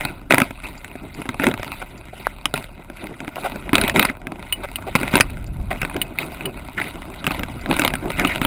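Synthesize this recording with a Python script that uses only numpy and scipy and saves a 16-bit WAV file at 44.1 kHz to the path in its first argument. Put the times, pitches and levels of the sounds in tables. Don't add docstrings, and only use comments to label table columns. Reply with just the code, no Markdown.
import sys
import numpy as np
from scipy import signal
from scipy.fft import rfft, irfft
from scipy.io import wavfile

SR = 44100
rng = np.random.default_rng(int(sys.argv[2]) if len(sys.argv) > 2 else 0)


def dump(signal):
    limited = np.clip(np.atleast_2d(signal).T, -1, 1)
    pcm = np.round(limited * 32767).astype(np.int16)
    wavfile.write(sys.argv[1], SR, pcm)


N = 373086
TIME = np.arange(N) / SR


def from_db(db):
    return 10 ** (np.asarray(db) / 20)


def rms_one(x):
    return x / np.sqrt(np.mean(x ** 2) + 1e-20)


def together_db(*gains):
    return 10 * np.log10(sum(gain ** 2 for gain in gains))


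def add(out, s, sound):
    at = max(int(s * SR), 0)
    out[at:at + len(sound)] += sound[:max(N - at, 0)]


def in_time(rows):
    times, *columns = np.transpose(rows)
    return [np.interp(TIME, times, column) for column in columns]


def swells(rows, attack_s=0.0083, release_s=0.049):
    out, t = np.zeros(N), np.arange(SR) / SR
    for s, length, level_db in rows:
        release = np.exp(-np.maximum(t - length, 0) / release_s)
        add(out, s, from_db(level_db) * np.minimum(t / attack_s, 1) * release)
    return out


def drift(per_s):
    knots = rng.standard_normal(4000)
    return rms_one(np.interp(TIME * per_s, np.arange(len(knots)), knots))


def noise(spectrum):
    hz, level_db = np.transpose(spectrum)
    bins = np.maximum(np.fft.rfftfreq(N, 1 / SR), 1)
    colour = from_db(np.interp(np.log(bins), np.log(hz), level_db))
    return rms_one(irfft(rfft(rng.standard_normal(N)) * colour, N))


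def grains(per_s, spread_db, size):
    sizes = from_db(spread_db * np.minimum(rng.exponential(1, size), 4)) * rng.choice([-1, 1], size)
    return sizes * (rng.random(size) < per_s / SR)


def slips(per_s, jitter, size):
    gaps = np.exp(jitter * rng.standard_normal(size)) * SR / per_s
    at = np.cumsum(gaps).astype(int)
    force = np.zeros(size)
    force[at[at < size]] = rng.rayleigh(1, np.sum(at < size))
    return force


def resonate(force, modes, spread_db=0, detune=0, in_step=False):
    out = 0
    for k, (hz, width, level_db) in enumerate(modes):
        strength, pitch = rng.standard_normal(2)
        radius = np.exp(-np.pi * width / SR)
        angle = 2 * np.pi * (hz + detune * width * pitch) / SR
        polarity = 1 if in_step else (-1) ** k
        gain = polarity * from_db(level_db + spread_db * strength) * (1 - radius ** 2) * np.sin(angle)
        poles = [1, -2 * radius * np.cos(angle), radius ** 2]
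        out = out + gain * signal.lfilter([1], poles, force + 1e-18)
    low_cut_hz = modes[0][0] * (.85 if in_step else .5)
    return signal.sosfilt(signal.butter(2, low_cut_hz, "high", fs=SR, output="sos"), out)


def wander(force, modes, shift_db=3.5):
    return sum((-1) ** k * resonate(force * from_db(shift_db * drift(70)), [mode])
               for k, mode in enumerate(modes))


# (time [s], hum [dB], chatter [dB])
ROLLING = [(0.0, -40, -36), (.27, -45, -58.5), (.5, -45.5, -47.5), (1.8, -41, -46), (2.05, -46.5, -48.5),
           (2.88, -45.5, -53), (3.6, -36, -43), (4.22, -43, -56.5), (4.48, -41.5, -45.5),
           (5.25, -36, -43.5), (5.5, -40.5, -56), (5.75, -37, -52), (6.6, -39.5, -46.5), (8.46, -33, -41)]
# (time [s], length [s], level [dB])
JOLTS = [(0.0, 0.092, -33.5), (.297, 0.14, -27), (1.4, 0.082, -26.5), (3.73, 0.16, -24),
         (3.94, 0.099, -21.5), (4.95, 0.13, -29.5), (5.105, 0.076, -27.5), (7.24, 0.14, -33),
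         (7.69, 0.17, -27.5), (8.17, 0.15, -29), (8.41, 0.065, -26)]
# (time [s], length [s], level [dB])
SWISHES = [(.63, 0.014, -33.5), (1.14, 0.1, -44), (1.57, 0.21, -41), (2.13, 0.15, -43), (2.55, 0.025, -34),
           (2.95, 0.096, -42.5), (3.35, 0.15, -40.5), (5.71, 0.32, -42.5), (6.185, 0.036, -33),
           (6.31, 0.11, -42.5), (6.77, 0.084, -33.5), (8.09, 0.28, -37)]


def ride():
    hum_db, chatter_db = in_time(ROLLING)
    jolt = swells(JOLTS, attack_s=0.008, release_s=0.031)
    swish = swells(SWISHES)
    return (together_db(from_db(hum_db), jolt, swish * from_db(-1.5)),
            together_db(from_db(chatter_db), jolt * from_db(-4.5), swish))


# (time [s], level [dB])
FRAME_SHAKE = [(0.0, -41), (0.88, -44), (1.62, -41.5), (3.39, -48), (3.79, -33.5), (4.21, -45),
               (5.6, -29.5), (6.14, -42.5), (7.2, -40), (7.39, -35.5), (8.46, -35.5)]
# (frequency [Hz], spectral level [dB])
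RUMBLE_COLOUR = [(15, -17.5), (36, 3), (55, -3.5), (90, -6), (135, -9), (220, -16), (1000, -79)]
# (frequency [Hz], spectral level [dB])
HUM_COLOUR = [(70, -22), (140, -0.5), (260, 0), (370, 0), (490, -11.5), (680, -6.5), (950, -15),
              (1150, -18), (16000, -99)]


def tyres(rumble_db, hum_db, rumble_trim_db=2.5, hum_trim_db=-4.0, lumpy_db=6.0):
    rumble = from_db(rumble_db + rumble_trim_db) * noise(RUMBLE_COLOUR)
    hum = from_db(hum_db + hum_trim_db + lumpy_db * drift(25)) * noise(HUM_COLOUR)
    return rumble + hum


# (frequency [Hz], width [Hz], level [dB])
THUD = [(144.5, 52, -4.5), (267.7, 49, 2.5), (378, 68, -7.5), (579, 102, -4), (738, 101, -7.5)]
# (frequency [Hz], width [Hz], level [dB])
CLACK = [(938, 162, 6.5), (1320, 150, 3.87), (1512, 158, 3.4)]
# (frequency [Hz], width [Hz], level [dB])
TICK = [(2060, 296, 0), (2550, 183, 1), (2798, 220, -4.5), (3800, 527, -11), (4720, 320, -17.5),
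        (8070, 840, -21.5), (9650, 474, -11), (10050, 1470, -21), (14380, 410, -13.5)]


def chatter(hum_db, chatter_db):
    stones = rms_one(slips(per_s=28, jitter=.6, size=N))
    grit = rms_one(grains(per_s=2200, spread_db=3.0, size=N))
    force = rms_one(grit + 0.67 * stones)
    bands = (THUD, hum_db - 5.5), (CLACK, (hum_db + chatter_db) / 2 - 2.5), (TICK, chatter_db + 1)
    return sum(from_db(level_db) * rms_one(wander(force, modes)) for modes, level_db in bands)


def walls(x, decay_s=.005, above_hz=5000, wet=.3):
    t = np.arange(SR // 30) / SR
    tail = rng.standard_normal(len(t)) * np.exp(-t / decay_s)
    low_cut = signal.butter(2, above_hz, "high", fs=SR, output="sos")
    tail = signal.sosfilt(low_cut, tail / np.linalg.norm(tail))
    return x + wet * signal.fftconvolve(x, tail)[:N]


# (time [s], length [s], level [dB])
SPRAYS = [(3.36, .12, -57), (5.52, .22, -63.5)]
# (frequency [Hz], width [Hz], level [dB])
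SAND_MODES = [(6050, 3100, -12), (10930, 630, 5.5), (13100, 1000, -3)]


def sizzle(chatter_db, sand_db=-17.0):
    gain = from_db(chatter_db + sand_db) + swells(SPRAYS)
    sand = grains(per_s=4000, spread_db=3.5, size=N)
    return gain * rms_one(wander(sand, SAND_MODES))


# (time [s], strength [dB], hardness [dB])
KNOCKS = [(.051, -19.5, 1), (.308, -10, 0), (.314, -17.5, -1), (0.323, -14, 7), (0.338, -15, -7),
          (.344, -14, 4), (.382, -11, 1), (.402, -22, 7), (.418, -12, -2), (.508, -29, -3.5),
          (.846, -37, 8), (.955, -38.5, -12.5), (1.218, -29, -0.5), (1.256, -32, -5), (1.291, -21, -2.5),
          (1.344, -29.5, -3), (1.398, -19, -1.5), (1.437, -20.5, -4.5), (1.442, -18, 2), (1.468, -13.5, -2),
          (1.514, -25.5, -2), (1.54, -24, -2.5), (1.597, -33, -9.5), (1.631, -26.5, -0.5),
          (2.456, -16.5, 4.5), (2.54, -18, -2), (2.568, -33.5, 0), (2.9, -34, -5.5), (3.204, -30, -3),
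          (3.279, -26.5, -4), (3.559, -29.5, -5.5), (3.693, -26, -2), (3.732, -13, -5.5), (3.754, -9, 4),
          (3.782, -13.5, -1), (3.814, -18.5, 3), (3.838, -23, 1), (3.879, -24, 7), (3.897, -25.5, 10),
          (3.961, -13.5, 0), (3.995, -10.5, 6), (4.028, -17, 3.5), (4.052, -17.5, 4), (4.099, -23.5, -2.5),
          (4.27, -26.5, -1), (4.32, -29.5, -5.5), (4.953, -10.5, -0.5), (5.013, -31, 3), (5.032, -21, -1),
          (5.139, -18, -8.5), (5.155, -9.5, 0), (5.168, -16.5, 0), (5.201, -17, -5), (5.208, -8.5, 8),
          (5.817, -25.5, 1), (5.83, -22.5, -1.5), (5.85, -22.5, 0.5), (5.898, -32.5, 1), (5.965, -26, -2.5),
          (6.187, -31, 16.5), (7.243, -26, 0), (7.267, -18.5, 5.5), (7.276, -21.5, -6.5),
          (7.308, -20.5, -2), (7.317, -25.5, -3), (7.394, -26, 0), (7.434, -23, 0), (7.66, -26, -3),
          (7.712, -17, 0), (7.74, -28, 3), (7.766, -22, 1.5), (7.795, -14, -0.5), (7.819, -17.5, -1.5),
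          (7.837, -35, -2), (7.849, -13, 0.5), (7.878, -17.5, 3), (7.904, -31, 6), (7.938, -20.5, -2.5),
          (7.954, -25.5, 2.5), (8.103, -22, -2), (8.197, -19.5, 2.5), (8.249, -13.5, -1), (8.416, -18, -3),
          (8.45, -15.5, 0.5)]


def knocks(graze_s=0.0003, bounce=.14, bounce_s=0.0015, shiver=0.014, shiver_s=0.0095):
    out, t = np.zeros(N), np.arange(-SR // 200, SR // 10) / SR
    graze = bounce * np.exp(-abs(t) / graze_s)
    settle = bounce * np.exp(-abs(t) / bounce_s) + shiver * np.exp(-abs(t) / shiver_s)
    pressure = np.where(t < 0, graze, settle)
    for s, strength_db, hardness_db in KNOCKS:
        force = rms_one(grains(per_s=7000, spread_db=0.5, size=len(t))) * pressure - (t == 0)
        levels_db = strength_db - hardness_db - 3, strength_db - 3, strength_db + hardness_db - 4
        for modes, level_db in zip((THUD, CLACK, TICK), levels_db):
            ring = resonate(force, modes, spread_db=4.0, detune=0.44, in_step=modes is not TICK)
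            attack_rms = np.std(ring[t >= 0][:SR // 100])
            add(out, s + t[0], from_db(level_db) * ring / attack_rms)
    return out


CHINKS = [0.777, 1.142, 1.977, 5.464, 7.611]
# (frequency [Hz], width [Hz], level [dB])
LINK_MODES = [(4740, 210, -25), (7180, 140, -26)]


def chain(decay_s=0.0066):
    out, t = np.zeros(N), np.arange(SR // 5) / SR
    for s in CHINKS:
        add(out, s, resonate(rng.standard_normal(len(t)) * np.exp(-t / decay_s), LINK_MODES))
    return out


# (time [s], length [s], thud [dB], clack [dB], tick [dB])
SCUFFS = [(1.814, 0.02, -34, -32.5, -39), (2.125, 0.02, -36, -54, -54), (3.361, 0.032, -31, -34, -59),
          (3.439, 0.043, -24.5, -28.5, -34), (4.631, 0.028, -31, -33, -37.5),
          (4.864, 0.035, -29.5, -39, -41), (4.955, 0.015, -25.5, -26, -19), (5.703, 0.037, -27, -34, -36)]


def scuffs(lean=0.64, sand=0.43, trim_db=0.5):
    out, t = np.zeros(N), np.arange(SR // 5) / SR
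    bands = THUD[3:], CLACK, TICK
    for s, length, *levels_db in SCUFFS:
        rub = rms_one(slips(per_s=380, jitter=.07, size=len(t))) + sand * rng.standard_normal(len(t))
        force = rub * np.sin(np.pi * np.minimum(t / length, 1) ** lean)
        for modes, level_db in zip(bands, levels_db):
            ring = resonate(force, modes, spread_db=-0.5, detune=0.21)
            rub_rms = np.sqrt(np.sum(ring ** 2) / (length * SR))
            add(out, s, from_db(level_db + trim_db) * ring / rub_rms)
    return out


# (frequency [Hz], width [Hz], level [dB])
SNAP_MODES = [(754, 780, 0), (1470, 290, 3.5), (4470, 1100, -26), (10700, 550, -17), (13400, 810, -23)]


def snap(at_s=2.269, peak_db=-0.5, splinter=0.061, splinter_s=0.0021):
    out, t = np.zeros(N), np.arange(SR // 20) / SR
    force = (t == 0) + splinter * rng.standard_normal(len(t)) * np.exp(-t / splinter_s)
    crack = resonate(force, SNAP_MODES)
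    add(out, at_s, from_db(peak_db) * crack / np.max(abs(crack)))
    return out


# (time [s], length [s], centre pitch [Hz], level [dB])
GRINDS = [(4.085, 0.023, 2032, -26), (5.71, 0.012, 2064, -25), (5.815, 0.012, 2130, -24),
          (6.777, 0.027, 1755, -24), (6.814, 0.012, 2010, -21), (8.184, 0.06, 1872, -26),
          (8.302, 0.043, 2090, -26.5)]


def grinds(sag_octaves=0.354, roughness_hz=330):
    out, t = np.zeros(N), np.arange(SR // 10) / SR
    smooth = signal.butter(2, roughness_hz, fs=SR, output="sos")
    for s, length, hz, level_db in GRINDS:
        progress = np.minimum(t / length, 1)
        phase = 2 * np.pi * np.cumsum(hz * 2 ** (sag_octaves * (.5 - progress))) / SR
        rough = signal.sosfilt(smooth, rng.standard_normal((2, len(t))))
        envelope = np.sin(np.pi * np.sqrt(progress))
        rasp = (rough[0] * np.cos(phase) + rough[1] * np.sin(phase)) * envelope
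        add(out, s, from_db(level_db) * rasp / np.std(rasp[t < length]))
    return out


def freewheel(start_s=4.4, end_s=7.2, level_db=-54):
    drops = slips(per_s=65, jitter=.1, size=N) ** 2
    coasting = (TIME > start_s) & (TIME < end_s)
    ticks = np.gradient(resonate(drops, TICK))
    return from_db(level_db) * coasting * rms_one(ticks)


# (time [s], level [dB], 60 dB decay [s])
PINGS = [(4.525, -5.5, 0.064), (4.758, -6.5, 0.013), (6.016, -4, 0.027), (6.456, -12, 0.042),
         (8.273, -11, 0.041)]
# (frequency [Hz], level [dB])
STEEL_PARTIALS = [(2940, -5), (9085, -14), (14915, -17)]


def pings(clink=0.44, clink_s=0.0054):
    out, t = np.zeros(N), np.arange(SR // 5) / SR
    tone = sum(from_db(db) * np.sin(2 * np.pi * hz * t) for hz, db in STEEL_PARTIALS)
    for s, level_db, t60 in PINGS:
        contact = resonate(rng.standard_normal(len(t)) * np.exp(-t / clink_s), TICK)
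        contact = np.diff(contact, prepend=0)
        ring = from_db(-60 * t / t60) * tone
        add(out, s, from_db(level_db) * (ring + clink * contact / np.max(abs(contact))))
    return out


def scene(side_rumble_db=-39.5, side_treble_db=-31.5):
    hum_db, chatter_db = ride()
    rumble_db, = in_time(FRAME_SHAKE)
    mount = walls(knocks() + scuffs() + chatter(hum_db, chatter_db) + freewheel())
    bike = mount + sizzle(chatter_db) + pings() + chain() + grinds() + snap() + tyres(rumble_db, hum_db)
    side = from_db(rumble_db + side_rumble_db) * noise(RUMBLE_COLOUR)
    side += from_db(side_treble_db) * np.gradient(bike)
    return np.array([bike + side, bike - side])


def record(dry):
    high_cut = signal.ellip(10, .1, 70, 16000, fs=SR, output="sos")
    return signal.sosfilt(high_cut, np.clip(dry, -1, 1))


dry = scene()
out = record(dry)
dump(out)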